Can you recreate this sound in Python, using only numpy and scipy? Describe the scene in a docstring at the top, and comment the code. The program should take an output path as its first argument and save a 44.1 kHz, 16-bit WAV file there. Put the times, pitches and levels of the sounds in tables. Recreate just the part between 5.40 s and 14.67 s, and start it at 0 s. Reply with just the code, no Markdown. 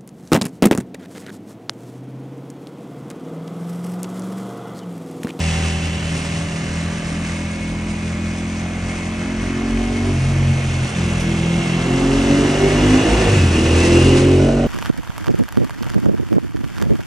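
"""An uneven V-twin roar beside a car: the motorcycle cruises, rolls on, eases off, pulls hard into a tunnel,
shifts up and overtakes, heard at the car's window. Harmonics and rumble of the two firings sound the pipes;
ticks and noise ring the clutch and engine casings; coloured noise gives tyres and air; gears add thin tones.
Roadside reflections scatter the sound and dense tunnel echoes smear it."""
import sys
import numpy as np
from scipy import signal
from scipy.fft import rfft, irfft
from scipy.io import wavfile
from scipy.ndimage import uniform_filter1d, map_coordinates

SR = 44100
rng = np.random.default_rng(int(sys.argv[2]) if len(sys.argv) > 2 else 0)


def generate_wav(sig):
    """Save sig (samples, or channels by samples) to the path in sys.argv[1] as 16-bit PCM at SR."""
    pcm = np.round(np.clip(np.atleast_2d(sig).T, -1, 1) * 32767).astype(np.int16)
    wavfile.write(sys.argv[1], SR, pcm)


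N = 408807
TIME = np.arange(N) / SR
FREQS = np.fft.rfftfreq(2 ** 19, 1 / SR)

# Engine speed. Each row: time in seconds, four-stroke cycles per second in Hz.
SPEED_HZ = [(0.0, 40.54), (0.62, 40.63), (1.03, 40.74), (3.59, 43.52), (4.1, 44.6), (4.44, 45.92),
            (4.7, 47.54), (4.79, 44.05), (4.85, 43.9), (4.9, 45.3), (4.98, 45.67), (5.6, 42.78),
            (6.01, 41.43), (6.2, 42.7), (6.27, 42.05), (6.89, 46.77), (7.41, 50.09), (7.8, 55.14),
            (7.95, 49.84), (8.05, 42.53), (8.16, 39.73), (8.52, 42.76), (9.19, 47.06), (9.27, 47.96)]
# Pipe voices, one per way of riding. Each row: multiple of the cycle rate, relative level in dB.
ABREAST = [(1, -15.5), (2, 1.5), (3, -18), (4, -1), (5, -9), (6, -15), (7, -25.5), (8, -30), (9, -16),
           (10, -19), (11, -37), (12, -22.5), (13, -37), (14, -16)]
CRUISE = [(1, -9), (2, -1.5), (3, -14.5), (4, -0.5), (5, 0.5), (6, -8.5), (7, -11), (8, -11), (9, -27),
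          (10, -19), (11, -26), (12, -20.5), (13, -18), (14, -17)]
ROLL_ON = [(1, -0.5), (2, -3), (3, -5.5), (4, -22), (5, 3), (6, 1.5), (7, -6), (8, -3), (9, -11), (10, -18),
           (11, -39), (12, -24), (13, -19), (14, -24)]
OVERRUN = [(1, -12.5), (2, -2), (3, 1), (4, -31), (5, -7.5), (6, -34), (7, -18.5), (8, -20.5), (9, -39),
           (10, -35), (11, -37), (12, -36), (13, -24.5), (14, -33)]
FEATHER = [(1, -8.5), (2, -4.5), (3, -4), (4, -0.5), (5, -3), (6, -11), (7, -28.5), (8, -6.5), (9, -17.5),
           (10, -34), (11, -22.5), (12, -22.5), (13, -20), (14, -24)]
FULL = [(1, -10.5), (2, -12.5), (3, -6.5), (4, -16.5), (5, -4.5), (6, 1.5), (7, -17), (8, -6.5), (9, -10),
        (10, -28), (11, -27), (12, -16.5), (13, -40), (14, -27)]
TOP_REVS = [(1, -1.5), (2, -7), (3, -6), (4, -20), (5, 3.5), (6, -2), (7, -10), (8, -12.5), (9, -8),
            (10, -20), (11, -21), (12, -16.5), (13, -20), (14, -15.5)]
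PASSING = [(1, -7.5), (2, -0.5), (3, 0.5), (4, -21), (5, -9), (6, -2), (7, -8), (8, 0), (9, -3.5),
           (10, -17), (11, -14.5), (12, -11.5), (13, -22.5), (14, -26)]
AHEAD = [(1, -1), (2, -5), (3, 2.5), (4, -23.5), (5, 3), (6, -1.5), (7, -10), (8, -3), (9, -7), (10, -4),
         (11, -13), (12, -5), (13, -9), (14, -7)]
PULL = [(1, -11), (2, -5), (3, -5), (4, -19.5), (5, -3), (6, -8.5), (7, -19), (8, -3.5), (9, -18),
        (10, -20), (11, -21.5), (12, -13), (13, -27), (14, -17)]
SHIFT = [(1, -12), (2, -1), (3, -4.5), (4, -14), (5, -5), (6, -14.5), (7, -6.5), (8, -11), (9, -25),
         (10, -23), (11, -22), (12, -23), (13, -27), (14, -23)]
FLAT_OUT = [(1, -2), (2, -4.5), (3, -8), (4, -1.5), (5, -4), (6, -4.5), (7, -9), (8, -13), (9, -6.5),
            (10, -14), (11, -17.5), (12, -11), (13, -17.5), (14, -22)]
NEXT_GEAR = [(1, -9.5), (2, -1.5), (3, -6), (4, -10), (5, -4.5), (6, -1), (7, -18), (8, 0), (9, -10.5),
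             (10, -13.5), (11, -9.5), (12, -11), (13, -20), (14, -17)]
COAST = [(1, -12), (2, -1), (3, -1.5), (4, -0.5), (5, -0.5), (6, -6), (7, -19), (8, -10.5), (9, -22),
         (10, -26), (11, -22), (12, -22.5), (13, -16), (14, -18)]
# Ways of riding, blended in the gaps. Each row: voice, start in seconds, end in seconds, throttle 0-1,
# level of the pipe note's harmonics from the third up in dB, low burble in dB re the note.
RIDE = [(ABREAST, 0, 0.3, 0.18, -23, -11), (ABREAST, 0.44, 0.86, 0.23, -25, -5),
        (CRUISE, 2.24, 3.74, 0.13, -25, -12), (ROLL_ON, 4.33, 4.68, 0.59, -20.5, -11.5),
        (OVERRUN, 4.78, 4.82, .05, -18.5, -5.5), (OVERRUN, 4.89, 5.11, .05, -16, -12),
        (OVERRUN, 5.22, 5.38, .05, -21, -4), (OVERRUN, 5.42, 5.45, .05, -20, -2),
        (COAST, 5.48, 5.51, .05, -28.5, -2), (COAST, 5.57, 5.72, .2, -21, -2),
        (FEATHER, 5.79, 5.97, .2, -19.5, -7), (FEATHER, 6.05, 6.19, .2, -20, -4),
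        (FEATHER, 6.23, 6.25, .3, -24.5, -4), (FEATHER, 6.3, 6.44, 0.87, -18.5, -10),
        (FULL, 6.626, 6.79, 0.94, -14, -16.5), (FULL, 6.82, 6.85, 0.69, -18, -9.5),
        (FULL, 6.9, 7.05, 0.78, -13, -15), (PULL, 7.13, 7.32, 0.88, -17.5, -11.5),
        (TOP_REVS, 7.44, 7.56, 0.9, -14.5, -15), (FLAT_OUT, 7.66, 7.85, 0.9, -18.5, -10),
        (SHIFT, 7.9, 8.03, .1, -18, -2.5), (SHIFT, 8.07, 8.11, .1, -18.5, -2),
        (NEXT_GEAR, 8.2, 8.47, 0.94, -15, -9.5), (PASSING, 8.62, 9.02, 0.55, -12, -22.5),
        (AHEAD, 9.1, 9.3, 0.52, -16.5, -16.5)]
# Motorcycle position. Each row: time in seconds, metres ahead of the window.
PLACE_M = [(0, -0.5), (0.3, -1), (1.1, -3.5), (2.4, -7), (4.1, -6.5), (5.2, -5.5), (6.3, -5), (7.2, -4),
           (7.75, -3.5), (8.5, 0), (8.8, 1.55), (9.27, 5.5)]
# Brief swells and dips of the bass. Each row: time in seconds, half length in seconds,
# thump once a cycle in dB, boom once a crank turn in dB.
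BASS_SWELLS = [(.25, .15, -4, 0.5), (0.915, 0.39, -2.5, -5.5), (1.156, 0.1, -3, -13),
               (1.606, 0.078, -6.5, -15.5), (4.15, 0.088, -8.5, -2.5), (4.395, 0.13, 4.5, -2),
               (4.654, 0.076, -2.5, 9), (5.87, .04, -1.5, -3), (6.418, 0.27, -1.5, -16),
               (7.116, 0.041, -9, -5), (7.272, 0.088, 8, -10), (7.498, 0.064, -0.5, 6.5),
               (7.628, 0.035, -13, 0), (7.757, 0.063, 6.5, 0), (7.976, 0.084, 4.5, 2.5),
               (8.362, .06, 0, 5.5), (8.78, 0.033, 1, -10)]

# Resonances. Each row: centre in Hz, width in Hz, relative level in dB.
# Engine casings, columns as above.
CASE_MODES = [(1770, 300, -5), (2090, 140, 0), (2296, 160, -5), (2544, 160, -5.5), (5520, 250, -11.5),
              (6080, 460, -19)]
# Clutch plates, columns as above.
CLUTCH_MODES = [(2634, 150, -5), (2782, 96, -2.5), (2960, 130, -11.5)]
# Front covers, heard from ahead of the motorcycle; columns as above.
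COVER_MODES = [(2160, 70, -2.5), (2190, 67, 0), (2470.2, 140, -6.5), (6000, 340, -18)]
# Thin header pipes, columns as above.
HEADER_MODES = [(780, 99, -7.5), (1014, 100, 6.5), (1150, 80, -11)]

# Spectra. Each row: frequency in Hz, relative level in dB per Hz.
# Low rumble of uneven firings, columns as above.
BURBLE_SPECTRUM = [(30, -29.5), (62, -6), (95, 3.5), (135, 1), (190, -8), (280, -5), (400, -20.5),
                   (800, -34.5)]
# Roar of uneven firings above the rumble, columns as above.
ROAR_SPECTRUM = [(120, -22.5), (210, -2), (290, -4), (360, -0.5), (450, -13), (600, -17.5), (800, -13),
                 (1500, -35.5)]
# Growl between the harmonics, columns as above.
GROWL_SPECTRUM = [(200, -26), (290, -3.5), (350, 2.5), (410, -5), (480, -7.5), (560, -16), (800, -33.5)]
# Exhaust pulse fronts, columns as above.
BARK_SPECTRUM = [(400, -12.5), (560, -6), (680, 4), (800, 0), (930, -9.5), (1100, -16), (1500, -14),
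                 (3000, -44.5)]
# Turbulent exhaust gas, columns as above.
RASP_SPECTRUM = [(200, -5.5), (400, 1), (600, 3.5), (850, -2), (1100, -1.5), (1400, -4.5), (1750, -7),
                 (2300, -12), (3500, -13.5), (8000, -33)]
# Hiss of chain, tyres and intake, columns as above.
RUSH_SPECTRUM = [(200, -12.5), (600, 7), (1000, 4.5), (1500, -1), (2000, 9.5), (2900, 2.5), (3600, 1),
                 (4700, 0.5), (5800, 2.5), (7200, -0.5), (8800, 2), (9700, -1.5), (11000, -20.5)]
# The car's tyres and window air, columns as above.
ROAD_SPECTRUM = [(25, -25.5), (45, 3), (100, -4.5), (200, -1), (400, -10), (700, -24.5), (1100, -16.5),
                 (2000, -14), (4000, -39), (9000, -39.5)]

# Level laws. Columns: dB abreast in the open, share of the 1 / distance law, dB per octave of revs,
# dB added at full throttle, dB added in the tunnel, dB added once ahead.
# Exhaust bark, columns as above.
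BARK_LEVEL = (-47, 0, 2, 1, 7.5, 13)
# Exhaust gas, columns as above.
GAS_LEVEL = (-38, 0.24, 11.5, 2, 8.5, -8)
# Clutch and valve gear, columns as above.
CLATTER_LEVEL = (-31.5, 0.86, 7, 0, 4.5, -7.5)
# Chain, tyres and intake, columns as above.
RUSH_LEVEL = (-29.5, 1.22, 7.5, -0.5, 2.5, -6)
# Roar in dB re the pipe note, columns as above.
ROAR_LEVEL = (-25, 0, 8, 4, 11.5, -7.5)
# Tunnel echo in dB re the direct sound, columns as above.
ECHO_LEVEL = (-26, -0.74, 3, 0.5, 17, -6)
# Header ring, columns as above.
HEADER_LEVEL = (-47, 0, 6, 1.5, -3.5, -2)
# Growl level. Each row: time in seconds, level in dB.
GROWL_LEVEL_DB = [(0, -56), (5.7, -52.5), (6.4, -35), (7.0, -27), (7.25, -27.5), (7.55, -24.5),
                  (7.85, -21.5), (8.08, -25.5), (8.35, -23), (8.7, -21.5), (9.0, -24.5), (9.27, -30)]

# Gearbox tones in the shift. Each row: start in seconds, length in seconds, from Hz, to Hz, level in dB.
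SHIFT_WHINES = [(7.952, .11, 2701, 2500, -34), (8.102, 0.15, 2750, 2860, -31),
                (8.258, .13, 2861, 2762, -34)]
# Engine and gearbox tones that stand out for a while. Each row: multiple of the cycle rate,
# centre in seconds, half length in seconds, level in dB.
OVERTONES = [(19, 0.23, 0.32, -40), (17.7, .95, .3, -46), (14, 1.9, 0.38, -47), (17, 1.6, 0.54, -48),
             (28.3, 1.7, .55, -47), (23.1, 2.5, 0.65, -51), (17, 3.55, .4, -46.5), (17.86, 3.4, 0.56, -49),
             (16.1, 4.4, 0.28, -42.5), (23.2, 4.4, .35, -46.5), (52, 2.2, .7, -45), (58.3, 3.0, 1.0, -48),
             (45, 7.3, .2, -36.5)]
# Microphone port phase. Each row: frequency in Hz, left lead in radians.
PORT_PHASE_RAD = [(250, 0), (600, -0.75), (1120, 0.1), (1600, -0.45), (2050, -1.2), (2580, 0), (3880, 1.01),
                  (5340, 0.25), (7750, -1.63), (10400, -3)]
# Microphone port balance. Each row: frequency in Hz, left minus right in dB.
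PORT_BALANCE_DB = [(200, 0), (380, -0.5), (700, -4), (1290, -1), (2380, -0.3), (4400, 1), (8120, 0.3),
                   (15000, 0)]
# Delays of paths off walls that rush past, in seconds.
PATHS_S = [0, .011, .019, .031, .046]

SECOND_FIRING_CYCLES = 270 / 720
CRUISE_HZ = 41  # reference speed of the level laws
TOP_HZ = 15800
LANE_M = 2.75  # sideways gap to the car
TUNNEL_AT_S, TUNNEL_CLOSES_S = 5.46, 0.53  # the walls close in round the portal
WALL_AT_S, WALL_CLOSES_S, WALL_UNREST = 4.1, .08, 0.39  # echoes off the tall wall shake the note
SHADOW_FROM_M, SHADOW_EDGE_M = 2.02, 0.51  # once ahead, the motorcycle's own body hides its engine
SHIFT_AT_S, SHIFT_LENGTH_S, SHIFT_UNREST = 7.9, 0.17, 1.37  # the note breaks up as the throttle shuts
UNEVEN_FLUTTER = 0.61  # uneven burning shakes the note as the tunnel's echoes do
BASS_FLUTTER_DB, BASS_FLUTTER_PER_S = (2.5, -0.24), 16  # thump and boom
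CLUTCH_DB, CLUTCH_FADE_DB_PER_M, CLUTCH_TUNNEL_DB = -1.5, 2.1, 5.5  # clutch ring re the casings
COVER_DB, COVER_FROM_M, COVER_EDGE_M = -1, 5.4, 0.46  # re the casings; how far behind they come into view
GEAR_TEETH = 32
WHINE_DB, WHINE_BEAM_DB = -51.5, 23  # level to all sides, and the gain in its beam
BEAM_AT_M, BEAM_WIDTH_M = 0.42, 1.26


def undb(db):
    """Decibels to gain."""
    return 10 ** (np.asarray(db) / 20)


def unit(x):
    """Scale to rms 1."""
    return x / np.sqrt(np.mean(x ** 2))


def curves(table):
    """Each column of a table as a value per sample."""
    s, *columns = np.transpose(table)
    return [np.interp(TIME, s, column) for column in columns]


def across(points):
    """Join (Hz, value) points on a log-frequency axis."""
    hz, value = np.transpose(points)
    return np.interp(np.log(FREQS + 1), np.log(hz), value)


def filtered(x, response):
    """Apply a frequency response."""
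    size = 2 * (len(FREQS) - 1)
    return irfft(rfft(x, size) * response)[..., :N]


def ring(x, modes):
    """Drive a set of band resonances; rms 1."""
    response = 0
    for hz, width_hz, db in modes:
        damping = 1j * FREQS * width_hz
        response = response + undb(db) * damping / (hz * hz - FREQS ** 2 + damping)
    return unit(filtered(x, response))


def colour(x, points):
    """Give a sound a spectrum; rms 1."""
    return unit(filtered(x, undb(across(points))))


def walk(rate_hz):
    """Smooth chance with a spread near 1."""
    k = int(SR / rate_hz)
    steps = np.repeat(rng.standard_normal(N // k + 1), k)
    return 1.2 * uniform_filter1d(steps, k)[:N]


def step(x):
    """A smooth rise from 0 to 1 round x = 0."""
    return .5 + .5 * np.tanh(x / 2)


def pulses(cycle, places, scatter_db, jitter_ms=0.029):
    """A pulse at each of these places in the engine cycle, with chance in timing and size."""
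    passes = (np.arange(int(cycle[-1]))[:, None] + np.array(places)).ravel()
    at = np.interp(passes, cycle, np.arange(N))
    late, loud = rng.standard_normal((N // 100, 2))[:len(at)].T
    at = np.clip(at + late * jitter_ms * SR / 1000, 0, N - 2)
    whole, part, size = at.astype(int), at % 1, undb(scatter_db * loud)
    # split each pulse over two samples
    return np.bincount(whole, size * (1 - part), N) + np.bincount(whole + 1, size * part, N)


def firing_pulses(cycle, scatter_db, jitter_ms=0.029):
    """The two unevenly spaced firings of the V-twin as pulses."""
    return pulses(cycle, [0, SECOND_FIRING_CYCLES], scatter_db, jitter_ms)


def puffs(cycle, lag_cycles, length_cycles):
    """An envelope that jumps a lag after both firings and dies away."""
    first = np.exp(-((cycle - lag_cycles) % 1) / length_cycles)
    second = np.exp(-((cycle - lag_cycles - SECOND_FIRING_CYCLES) % 1) / length_cycles)
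    return first + second


def echoes(x, t60_s):
    """A dense train of fading reflections that keeps the power."""
    t = np.arange(SR) / SR
    tail = rng.standard_normal(SR) * np.exp(-np.log(1000) * t / t60_s)
    return signal.fftconvolve(x, tail / np.linalg.norm(tail))[:N]


def roadside(x, t60_s, count=7):
    """Close reflections from bodywork, road and wall; patterns crossfade as the scenery passes."""
    place = TIME / TIME[-1] * (count - 1)
    return sum(np.sqrt(np.clip(1 - abs(place - k), 0, 1)) * echoes(x, t60_s) for k in range(count))


def sweeping(x, sway_ms, rate_hz):
    """Reflections off walls that rush past: each path varies in length and bends the pitch a little."""
    out = 0
    for delay_s in PATHS_S:
        path = np.arange(N) - (delay_s + sway_ms / 1000 * walk(rate_hz)) * SR
        out = out + map_coordinates(x, [path], order=2, mode="mirror")
    return out / np.sqrt(len(PATHS_S))


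def in_tunnel(x, wet, t60_s=.8, spread=.45, sway_ms=1.6):
    """The concrete tube adds a long echo, blurred in pitch and partly different at each port."""
    blurred = sweeping(x, sway_ms, rate_hz=7)
    side = spread * echoes(blurred, t60_s) * np.array([[1], [-1]])
    return (x + wet * (echoes(blurred, t60_s) + side)) / np.hypot(1, wet)


def road(road_db=-36, gust_db=2.5):
    """The car's own tyres and the air at its window: gusting coloured noise."""
    return undb(road_db + gust_db * walk(7.2)) * colour(rng.standard_normal(N), ROAD_SPECTRUM)


def rush(cycle, throb=0.85, flicker_db=1.63, gust_db=0.6):
    """Chain, tyres and intake air of the motorcycle hiss, throbbing with the engine."""
    swell = 1 + throb * puffs(cycle, lag_cycles=.1, length_cycles=0.33)
    swell = swell * undb(flicker_db * walk(25) + gust_db * walk(11.0))
    return colour(swell * rng.standard_normal(N), RUSH_SPECTRUM)


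def clack(at_s=5.8, length_s=0.027, peak_db=-27):
    """A brief metallic clack from the motorcycle: a decaying burst of resonant noise."""
    burst = (TIME > at_s) * np.exp(-abs(TIME - at_s) / length_s)
    modes = [(2800, 500, -7), (5800, 1000, -8), (10500, 3000, -7)]  # Hz, width Hz, dB
    return undb(peak_db) * burst * ring(rng.standard_normal(N), modes)


def shift_whine(waver_rad=.3):
    """Short gliding tones swell and fade as the gears let go and take up the load again."""
    out = 0
    for at_s, length_s, from_hz, to_hz, db in SHIFT_WHINES:
        part = np.clip((TIME - at_s) / length_s, 0, 1)
        phase = 2 * np.pi * np.cumsum(from_hz + (to_hz - from_hz) * part) / SR
        out = out + undb(db) * np.sin(np.pi * part) * np.sin(phase + waver_rad * walk(35))
    return np.sqrt(2) * out


def gear_whine(cycle, along_m, waver_rad=0.2, flutter_db=4.5):
    """The crank's drive gear turns twice a cycle; its mesh tone beams out of the open clutch cover."""
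    mesh = 2 * np.pi * 2 * GEAR_TEETH * cycle + waver_rad * walk(35)
    beam = np.exp(-((along_m - BEAM_AT_M) / BEAM_WIDTH_M) ** 2)
    gain = undb(WHINE_DB + WHINE_BEAM_DB * beam + flutter_db * walk(30))
    gain = gain * LANE_M / np.hypot(along_m, LANE_M)
    return np.sqrt(2) * gain * np.sin(mesh)


def overtones(cycle, waver_rad=0.5, flutter_db=2):
    """Thin tones tied to engine speed come and go as the angle to the motorcycle changes."""
    out = 0
    for k, at_s, length_s, db in OVERTONES:
        gain = undb(db + flutter_db * walk(13)) * np.exp(-((TIME - at_s) / length_s) ** 2)
        out = out + gain * np.sin(2 * np.pi * k * cycle + waver_rad * walk(12))
    return np.sqrt(2) * out


def clatter(cycle, clutch_db, cover, rattle_db=-1):
    """Valve gear ticks in step with the cams and the dry clutch rattles at each firing."""
    cams = pulses(cycle, [.09, .43, .61, .84], scatter_db=2.5, jitter_ms=0.089)
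    ticks = unit(roadside(cams, t60_s=0.063, count=14))
    rattle = unit(puffs(cycle, lag_cycles=0.12, length_cycles=0.98) * rng.standard_normal(N))
    drive = ticks + undb(rattle_db) * rattle
    clutch = undb(clutch_db)
    out = ring(drive, CASE_MODES) + clutch * ring(drive, CLUTCH_MODES)
    out = out + cover * ring(rattle + .5 * ticks, COVER_MODES)
    return out / np.sqrt(1 + clutch ** 2 + cover ** 2)


def headers(cycle):
    """The firings ring the thin header pipes: a ladder of fine, clean overtones."""
    firings = firing_pulses(cycle, scatter_db=-1.5, jitter_ms=.015)
    return ring(roadside(firings, t60_s=0.065), HEADER_MODES)


def rasp(cycle):
    """A puff of turbulent gas follows each firing."""
    envelope = puffs(cycle, lag_cycles=.03, length_cycles=1.0)
    return colour(envelope * rng.standard_normal(N), RASP_SPECTRUM)


def bark(cycle):
    """The sharp fronts of the exhaust pulses, scattered by the roadside."""
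    fronts = firing_pulses(cycle, scatter_db=3.0, jitter_ms=0.065)
    return colour(roadside(fronts, t60_s=0.087, count=14), BARK_SPECTRUM)


def burble(cycle, spectrum):
    """No two charges burn alike: the uneven part of the firings rumbles between the harmonics."""
    uneven = firing_pulses(cycle, scatter_db=1.5) * np.sign(rng.standard_normal(N))
    return colour(roadside(uneven, t60_s=0.091), spectrum)


def growl(cycle):
    """Under load the uneven firings tear the middle of the note into a ragged growl."""
    return undb(curves(GROWL_LEVEL_DB)[0]) * burble(cycle, GROWL_SPECTRUM)


def riding():
    """Throttle, pipe note dB and burble dB, held through each way of riding."""
    return curves([(s, *controls) for _, start, end, *controls in RIDE for s in (start, end)])


def bass_swells():
    """Gains of the two lowest harmonics: brief swells and dips, and a flutter."""
    swells_db = sum(np.outer(db, np.exp(-((TIME - at_s) / length_s) ** 2))
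                    for at_s, length_s, *db in BASS_SWELLS)
    flutter_db = np.array([db * walk(BASS_FLUTTER_PER_S) for db in BASS_FLUTTER_DB])
    return undb(swells_db + flutter_db)


def pipe_note(cycle, note_db, unrest, surge=0.067, flutter_db=0.84, unrest_flutter_db=4.5,
              second_size=0.77, ring_lag_rad=0.1492, drift_rad=0.77, unrest_drift_rad=0.96):
    """Low harmonics of the two firings; balance follows the riding, echoes and uneven burning shake it."""
    times = [s for _, start, end, *_ in RIDE for s in (start, end)]
    voices = np.repeat([np.array(voice)[:, 1] for voice, *_ in RIDE], 2, axis=0)
    sizes = np.array([np.interp(TIME, times, undb(db)) for db in voices.T])
    sizes *= undb(note_db) / np.linalg.norm(sizes[2:], axis=0)
    sizes[:2] *= bass_swells()
    out = 0
    for k, size in enumerate(sizes, 1):
        height = k / len(sizes)
        pair = np.angle(1 + second_size * np.exp(-2j * np.pi * k * SECOND_FIRING_CYCLES))
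        # the pipes hold the higher harmonics back, and changing reflections shift and shake each one
        shift = -ring_lag_rad * k * k + drift_rad * walk(0.911)
        shift = shift + unrest_drift_rad * unrest * height * walk(12)
        depth_db = flutter_db + unrest_flutter_db * unrest * height
        flutter = undb(depth_db * walk(14) - depth_db ** 2 * np.log(10) / 20)  # keeps the mean power
        out = out + size * flutter * np.cos(2 * np.pi * k * cycle + pair + shift)
    return np.sqrt(2) * out * (1 + surge * walk(45))


def scene():
    """Engine speed, throttle, distance and tunnel drive the motorcycle; the car's noise lies under it."""
    speed_hz, along_m = curves(SPEED_HZ)[0], curves(PLACE_M)[0]
    throttle, note_db, burble_db = riding()
    cycle = np.cumsum(speed_hz) / SR
    near_db = 20 * np.log10(LANE_M / np.hypot(along_m, LANE_M))
    enclosed = step((TIME - TUNNEL_AT_S) / TUNNEL_CLOSES_S)
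    ahead = step((along_m - SHADOW_FROM_M) / SHADOW_EDGE_M)
    causes = np.array([np.ones(N), near_db, np.log2(speed_hz / CRUISE_HZ), throttle, enclosed, ahead])

    def loudness(law):
        """A layer's gain from its level law."""
        return undb(np.dot(law, causes))

    tunnel = loudness(ECHO_LEVEL)
    wall = WALL_UNREST * step((TIME - WALL_AT_S) / WALL_CLOSES_S) * (1 - enclosed)
    shift = SHIFT_UNREST * np.exp(-((TIME - SHIFT_AT_S) / SHIFT_LENGTH_S) ** 2)
    unrest = tunnel + wall + shift + UNEVEN_FLUTTER * undb(burble_db)

    bright = loudness(RUSH_LEVEL) * rush(cycle)
    cover = undb(COVER_DB) * step((-along_m - COVER_FROM_M) / COVER_EDGE_M)
    clutch_db = CLUTCH_DB - CLUTCH_FADE_DB_PER_M * np.maximum(-along_m, 0) + CLUTCH_TUNNEL_DB * enclosed
    bright = bright + loudness(CLATTER_LEVEL) * clatter(cycle, clutch_db, cover) + clack()
    bright = bright + loudness(BARK_LEVEL) * bark(cycle) + loudness(GAS_LEVEL) * rasp(cycle)
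    bright = bright + loudness(HEADER_LEVEL) * headers(cycle) + overtones(cycle)
    # sound scattered round the window frame reaches the ports unequally
    scattered = undb(-8) * roadside(bright, t60_s=0.12) * np.array([[1], [-1]])
    whines = gear_whine(cycle, along_m) + shift_whine()  # beamed straight at the window

    note = pipe_note(cycle, note_db, unrest)
    rumble = undb(burble_db) * burble(cycle, BURBLE_SPECTRUM)
    rumble = rumble + loudness(ROAR_LEVEL) * burble(cycle, ROAR_SPECTRUM)
    rumble = undb(note_db) * rumble + growl(cycle)
    note_echo = undb(-5) * tunnel * echoes(note, t60_s=0.84)
    low = note + in_tunnel(rumble + note_echo, tunnel, t60_s=1.0, spread=0.078)
    return low + whines + in_tunnel(bright, tunnel, t60_s=0.91, spread=0.18) + scattered + road()


def record(dry):
    """Two ports that differ in phase and level, a rumble filter, dull treble, rounded peaks, a steep cut."""
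    lead = np.exp(.5j * across(PORT_PHASE_RAD)) * undb(across(PORT_BALANCE_DB) / 2)
    tone = undb(across([(18, -13), (36, 0), (9700, -0.5), (10600, -17.0)]))  # Hz, dB
    ports = filtered(dry, np.array([lead, 1 / lead]) * tone)
    rounded = ports / (1 + (ports / .95) ** 8) ** (1 / 8)
    return signal.sosfilt(signal.ellip(8, .2, 70, TOP_HZ, fs=SR, output="sos"), rounded)


dry = scene()
out = record(dry)
generate_wav(out)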